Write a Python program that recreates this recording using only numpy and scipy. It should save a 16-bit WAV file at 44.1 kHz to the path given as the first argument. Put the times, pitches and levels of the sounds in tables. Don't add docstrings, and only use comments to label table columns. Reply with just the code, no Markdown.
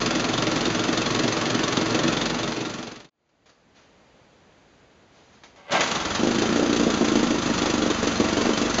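import sys
import numpy as np
from scipy import signal
from scipy.io import wavfile

SR = 44100
rng = np.random.default_rng(int(sys.argv[2]) if len(sys.argv) > 2 else 0)


def to_wav(sig):
    pcm = np.clip(np.atleast_2d(sig), -1, 1) * 32767
    pcm = np.round(pcm).astype(np.int16)
    wavfile.write(sys.argv[1], SR, pcm.T)


N = 388080
TIME = np.arange(N) / SR
FADE_BOTTOM_S = 3.099

# t/s, relative level/dB
HARD_FIRINGS = [(.423, -15), (.655, -14), (1.238, -11), (1.77, -13), (1.946, -14), (2.085, -16.5),
                (6.191, -15), (6.229, -11.5), (6.283, -11.5), (6.42, -10.5), (6.559, -12.5), (6.595, -13),
                (6.798, -12.5), (6.862, -11), (7.007, -10.5), (7.154, -11.5), (7.227, -13.5),
                (7.306, -13.5), (7.463, -15), (7.623, -14), (7.821, -13), (7.86, -14), (8.029, -12.5),
                (8.205, -10.5), (8.376, -11), (8.45, -12), (8.488, -12), (8.62, -13), (8.78, -13)]
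# f/Hz, half-width/Hz, lift/dB
COWL_MODES = [(1130, 35, 3), (1365, 70, 4), (1860, 70, 2), (2650, 90, 3), (3070, 70, 2), (3390, 90, 4),
              (3655, 55, 3), (4220, 80, 3), (6240, 90, 2)]


def amp(db):
    return 10 ** (np.asarray(db) / 20)


def curve(rows, t):
    return np.interp(t, *np.transpose(rows))


def add(mix, at_s, sound):
    part = mix[max(round(at_s * SR), 0):][:len(sound)]
    part += sound[:len(part)]


def body(x, colour, modes=()):
    freqs = np.fft.rfftfreq(16384, 1 / SR)
    hz, db = np.transpose(colour)
    db = np.interp(np.log(freqs + 1), np.log(hz), db)
    for centre, half_width, lift in modes:
        db = db + lift / (1 + ((freqs - centre) / half_width) ** 2)
    log_gain = np.log(amp(np.r_[db, db[-2:0:-1]]))
    ring = np.fft.ifft(np.exp(signal.hilbert(log_gain).conj())).real[:len(db)]
    return signal.oaconvolve(x, ring / np.linalg.norm(ring))[:N]


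def impacts(per_s, spread_db):
    size = rng.standard_normal(N) * amp(spread_db * np.clip(rng.standard_normal(N), -2, 2))
    hail = size * (rng.random(N) < per_s / SR)
    return hail / np.sqrt(np.mean(hail ** 2) + 1e-20)


def crank(speed, first_s, jitter_s):
    cycles = np.cumsum(curve(speed, TIME)) / SR
    cycles -= np.interp(first_s, TIME, cycles)
    total = np.interp(speed[-1][0], TIME, cycles)
    fires_s = np.interp(np.arange(total), cycles, TIME)
    return cycles, fires_s + jitter_s * rng.standard_normal(len(fires_s))


def clatter(fires_s, colour, db, rise_s, decay_s, rattle, hollow_s, knock, scatter_db, hard_db):
    t = np.arange(SR // 10) / SR
    snap = (1 - np.exp(-(t / rise_s) ** 2)) * np.exp(-t / decay_s)
    swell = t / hollow_s * np.exp(-t / hollow_s)
    snaps, swells, knocks = np.zeros((3, N))
    draws = np.clip(rng.standard_normal((len(fires_s), 4)), -2, 2)
    for s, (size, depth, force, late) in zip(fires_s, draws):
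        jolt_db = hard_db * any(abs(s - at_s) < .02 for at_s, _ in HARD_FIRINGS)
        add(snaps, s, amp(jolt_db + scatter_db * size) * snap)
        add(swells, s, amp(jolt_db + scatter_db * (size + depth) / np.sqrt(2)) * swell)
        add(knocks, s + rise_s * (1 + 0.54 * late), np.array([knock * amp(2 * force)]))
    running = (TIME > fires_s[0] - .01) & (TIME < fires_s[-1] + .06)
    bright = (snaps + rattle * running) * impacts(per_s=9000, spread_db=0.5) + knocks
    hollow = (swells + 0.66 * running) * rng.standard_normal(N)
    ringing = clinks(fires_s + rise_s)
    bright, hollow, ringing = (x / np.std(x[running]) for x in (bright, hollow, ringing))
    highs = signal.lfilter(*signal.butter(2, 2000, "high", fs=SR), bright)
    lows = signal.lfilter(*signal.butter(2, 2000, fs=SR), hollow)
    return amp(db) * (body(highs + lows, colour, COWL_MODES) + amp(-15.5) * ringing)


def clinks(times_s, spread_db=9.5):
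    hz, half_width, lift = np.transpose(COWL_MODES)[:, :, None]
    t, out = np.arange(SR // 12) / SR, np.zeros(N)
    envelopes = np.exp(-np.pi * half_width * t / 2) * (1 - np.exp(-t / 0.0012))
    rings = amp(lift) * np.minimum(hz / 3000, 1) * envelopes
    for s, (size, phase) in zip(times_s, rng.standard_normal((len(times_s), 2, len(hz), 1))):
        gains = amp(spread_db * np.clip(size, -2, 2))
        add(out, s, (gains * rings * np.sin(2 * np.pi * (hz * t + phase))).sum(0))
    return out


def exhaust(fires_s, puff_db, colour, modes, hard_db, lag_s, gurgle, gurgle_s, slap_s, scatter_db):
    times_s = fires_s + lag_s
    size_db = puff_db + scatter_db * np.clip(rng.standard_normal(len(fires_s)), -2, 1)
    for s, level_db in HARD_FIRINGS:
        size_db[abs(times_s - s) < .02] = level_db + hard_db
    t, drive = np.arange(SR // 12) / SR, np.zeros(N)
    for s, level_db in zip(times_s, size_db):
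        bubbles = rng.standard_normal(len(t)) * np.exp(-t / gurgle_s)
        puff = gurgle * bubbles / np.linalg.norm(bubbles)
        puff[0] += 1
        puff[round(slap_s * SR)] += 0.39
        add(drive, s, amp(level_db) * puff / np.linalg.norm(puff))
    period = np.mean(np.diff(fires_s)) * SR
    return body(drive, colour, modes) * np.sqrt(period)


def walls(x, db, t60_s):
    t = np.arange(SR // 3) / SR
    taps = rng.choice([-1, 1], len(t)) * (rng.random(len(t)) < 2000 / SR)
    echoes = taps * (t > .004) * 10 ** (-3 * t / t60_s)
    return amp(db) * signal.oaconvolve(x, echoes / np.linalg.norm(echoes))[:N]


def shake(cycles, orders, waver=0.55):
    knots_s, out = np.arange(0, TIME[-1] + .1, .1), np.zeros(N)
    for order, db in orders:
        sway = 1 + waver * np.interp(TIME, knots_s, rng.standard_normal(len(knots_s)))
        out += amp(db) * sway * np.sin(2 * np.pi * (order * cycles + rng.random()))
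    return np.sqrt(2) * out


def idle():
    # t/s, firing rate/Hz
    speed = [(0.0, 21.75), (0.4, 22.25), (0.6, 21.25), (1.05, 22.94), (1.55, 22.39), (3.1, 22.96)]
    # f/Hz, relative level/dB
    metal_colour = [(30, -32.5), (85, -13), (130, 4), (400, 5), (700, -0.5), (1300, -3.5), (2000, -5.5),
                    (3500, -8), (5000, -7.5), (6500, -10), (7200, -15.5), (8200, -46)]
    pipe_colour = [(85, -33.5), (110, -2), (340, 2), (420, -10), (700, -6.5), (1400, -48.5)]
    # f/Hz, half-width/Hz, lift/dB
    tub_modes = [(113, 6, 6), (178, 14, 7), (238, 10, 11.5), (325, 13, 12.5), (465, 14, 7), (610, 25, 4)]
    # multiple of firing rate, level/dB
    orders = [(1, -62), (2, -50.5), (3, -62.5), (4, -53.5)]
    cycles, fires_s = crank(speed, first_s=.012, jitter_s=.0005)
    metal = clatter(fires_s, metal_colour, db=-25.5, rise_s=.0035, decay_s=0.0082, rattle=0.2,
                    hollow_s=0.0055, knock=0.9, scatter_db=1.0, hard_db=2.5)
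    puff_db = np.interp(fires_s, [0, 0.98], [-32, -28.5])
    gas = exhaust(fires_s, puff_db, pipe_colour, tub_modes, hard_db=-12.5, lag_s=0.00889,
                  gurgle=1.1, gurgle_s=.026, slap_s=0.01276, scatter_db=2.5)
    motor = metal + gas
    return (motor + walls(motor, db=-11.5, t60_s=0.13) + shake(cycles, orders)) * (TIME < FADE_BOTTOM_S)


def air():
    # f/Hz, relative level/dB
    colour = [(15, -39), (25, -18), (60, -3), (204, -2), (385, -4.5), (444, -3), (476, -3.5), (763, -7),
              (1040, -11), (1910, -13.5), (7000, -23.5), (9100, -61), (15400, -120)]
    return amp(-56) * body(rng.standard_normal(N), colour)


def glugs(db=-5.0, low_hz=320, high_hz=900, decay_s=0.0046, spread_s=.05, count=9):
    t, out = np.arange(SR // 20) / SR, np.zeros(N)
    envelope = np.exp(-t / decay_s) * (1 - np.exp(-t / 0.00095))
    for s, level_db in HARD_FIRINGS:
        for late, pitch in rng.random((count, 2)):
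            hz = low_hz * (high_hz / low_hz) ** pitch
            bubble = np.sin(2 * np.pi * hz * t * (1 + 2 * t)) * envelope
            add(out, s + spread_s * late ** 1.4, amp(level_db + db) * low_hz / hz * bubble)
    return out


def scrapes_and_cranking_clacks():
    # t/s, level/dB, rise/s, decay/s
    events = [(3.29, -50.5, .003, .01), (3.456, -44.5, 0.0048, 0.033), (3.492, -42, 0.0033, .01),
              (3.745, -45, 0.024, 0.052), (5.11, -54, 0.056, .19), (5.325, -53, 0.015, .03),
              (5.435, -44, .0005, 0.026), (5.558, -54, .002, .06), (5.712, -27.5, 0.0057, 0.072),
              (5.806, -16.5, .001, 0.016), (5.947, -27, .002, .02), (6.049, -25, .001, 0.018),
              (6.147, -24.5, 0.0011, 0.033)]
    # f/Hz, relative level/dB
    colour = [(40, -21), (400, 4), (1200, 3.5), (2500, -0.5), (6800, -3), (8000, -38.5)]
    t, force = np.arange(SR // 2) / SR, np.zeros(N)
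    for s, db, rise_s, decay_s in events:
        add(force, s, amp(db) * (1 - np.exp(-t / rise_s)) * np.exp(-t / decay_s))
    return body(force * rng.standard_normal(N), colour)


def starter(catch_s, whir_s=5.56, bite_s=5.748, rise_s=0.019, ease_s=0.026, drop_out_s=0.023):
    # f/Hz, relative level/dB
    colour = [(40, -27), (200, -5), (800, 10), (1500, -2.5), (3000, 2.5), (8000, -29)]
    # f/Hz, half-width/Hz, lift/dB
    flywheel_modes = [(574, 21, 15), (749, 16, 12), (1119, 43, 13), (1333, 25, 10), (1580, 30, 15),
                      (2014, 33, 13.5), (2170, 30, 13)]
    since_s = TIME - bite_s
    bite = np.exp(-np.maximum(-since_s / rise_s, since_s / ease_s))
    force = amp(-54) * (TIME > whir_s) + amp(-15.5) * bite + amp(-38.5) * (since_s > 0)
    engaged = np.exp(-np.maximum(TIME - catch_s, 0) / drop_out_s)
    return body(force * engaged * impacts(per_s=2900, spread_db=-1.5), colour, flywheel_modes)


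def restart_puff_db(fires_s, speed, catch_s, pump_db=-41, run_db=-26, stumble_db=-5.5):
    stumbles_s = [7.40, 7.555, 7.96, 8.135, 8.55, 8.715]
    over_idle_hz = curve(speed, fires_s) - 23.4
    stumbling = (abs(fires_s[:, None] - stumbles_s) < .095 / 2).any(1)
    return np.where(fires_s < catch_s, pump_db, run_db + 0.36 * over_idle_hz + stumble_db * stumbling)


def restart(catch_s=6.17):
    # t/s, firing rate/Hz
    speed = [(5.7, 26.38), (5.9, 25.65), (6.05, 18.04), (6.2, 25.14), (6.6, 29.93), (7.35, 25.98),
             (8.2, 23.05), (8.5, 24.8), (8.8, 23.32)]
    # f/Hz, relative level/dB
    metal_colour = [(30, -26), (110, -3.5), (190, 5.5), (400, 2), (700, 0), (1300, -0.5), (2000, -4.5),
                    (3500, -7), (5000, -7), (6500, -7), (7200, -12), (8200, -44)]
    pipe_colour = [(120, -15), (185, -5.5), (215, -1), (400, 2), (680, -10.5), (1400, -52)]
    # f/Hz, half-width/Hz, lift/dB
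    tub_modes = [(218, 9, 11), (240, 9, 12.5), (297, 9, 11), (340, 11, 5), (525, 16, 3)]
    # multiple of firing rate, level/dB
    orders = [(1, -61), (2, -49.5), (3, -47.5), (4, -44), (5, -46)]
    cycles, fires_s = crank(speed, first_s=5.7175, jitter_s=.0003)
    metal = clatter(fires_s, metal_colour, db=-27.0, rise_s=.0036, decay_s=0.013, rattle=0.33,
                    hollow_s=0.0077, knock=1.8, scatter_db=3.0, hard_db=0.5)
    puff_db = restart_puff_db(fires_s, speed, catch_s)
    gas = exhaust(fires_s, puff_db, pipe_colour, tub_modes, hard_db=-9.5, lag_s=0.00293,
                  gurgle=.8, gurgle_s=.017, slap_s=.0168, scatter_db=-0.3)
    hand_db = np.interp(TIME, [7.38, 7.48], [-1.33, 0])
    motor = metal * amp(hand_db) + gas + starter(catch_s) + scrapes_and_cranking_clacks()
    spun_up = np.clip((TIME - 5.75) / .5, 0, 1)
    return motor + walls(motor, db=-7.5, t60_s=0.43) + spun_up * shake(cycles, orders)


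def scene():
    return (idle() + restart() + glugs() + air())[None]


def record(dry):
    # f/Hz, half-width/Hz
    notches = [(5410, 183), (7700, 81)]
    fade_s, edge_hz = 0.93, 8200
    x = dry * np.clip(abs(TIME - FADE_BOTTOM_S) / fade_s, 0, 1)
    for hz, half_width in notches:
        x = signal.lfilter(*signal.iirnotch(hz, hz / (2 * half_width), fs=SR), x)
    lowpass = signal.firwin(401, edge_hz, window=("kaiser", 8), fs=SR)
    return signal.oaconvolve(x, lowpass[None], "same")


dry = scene()
out = record(dry)
to_wav(out)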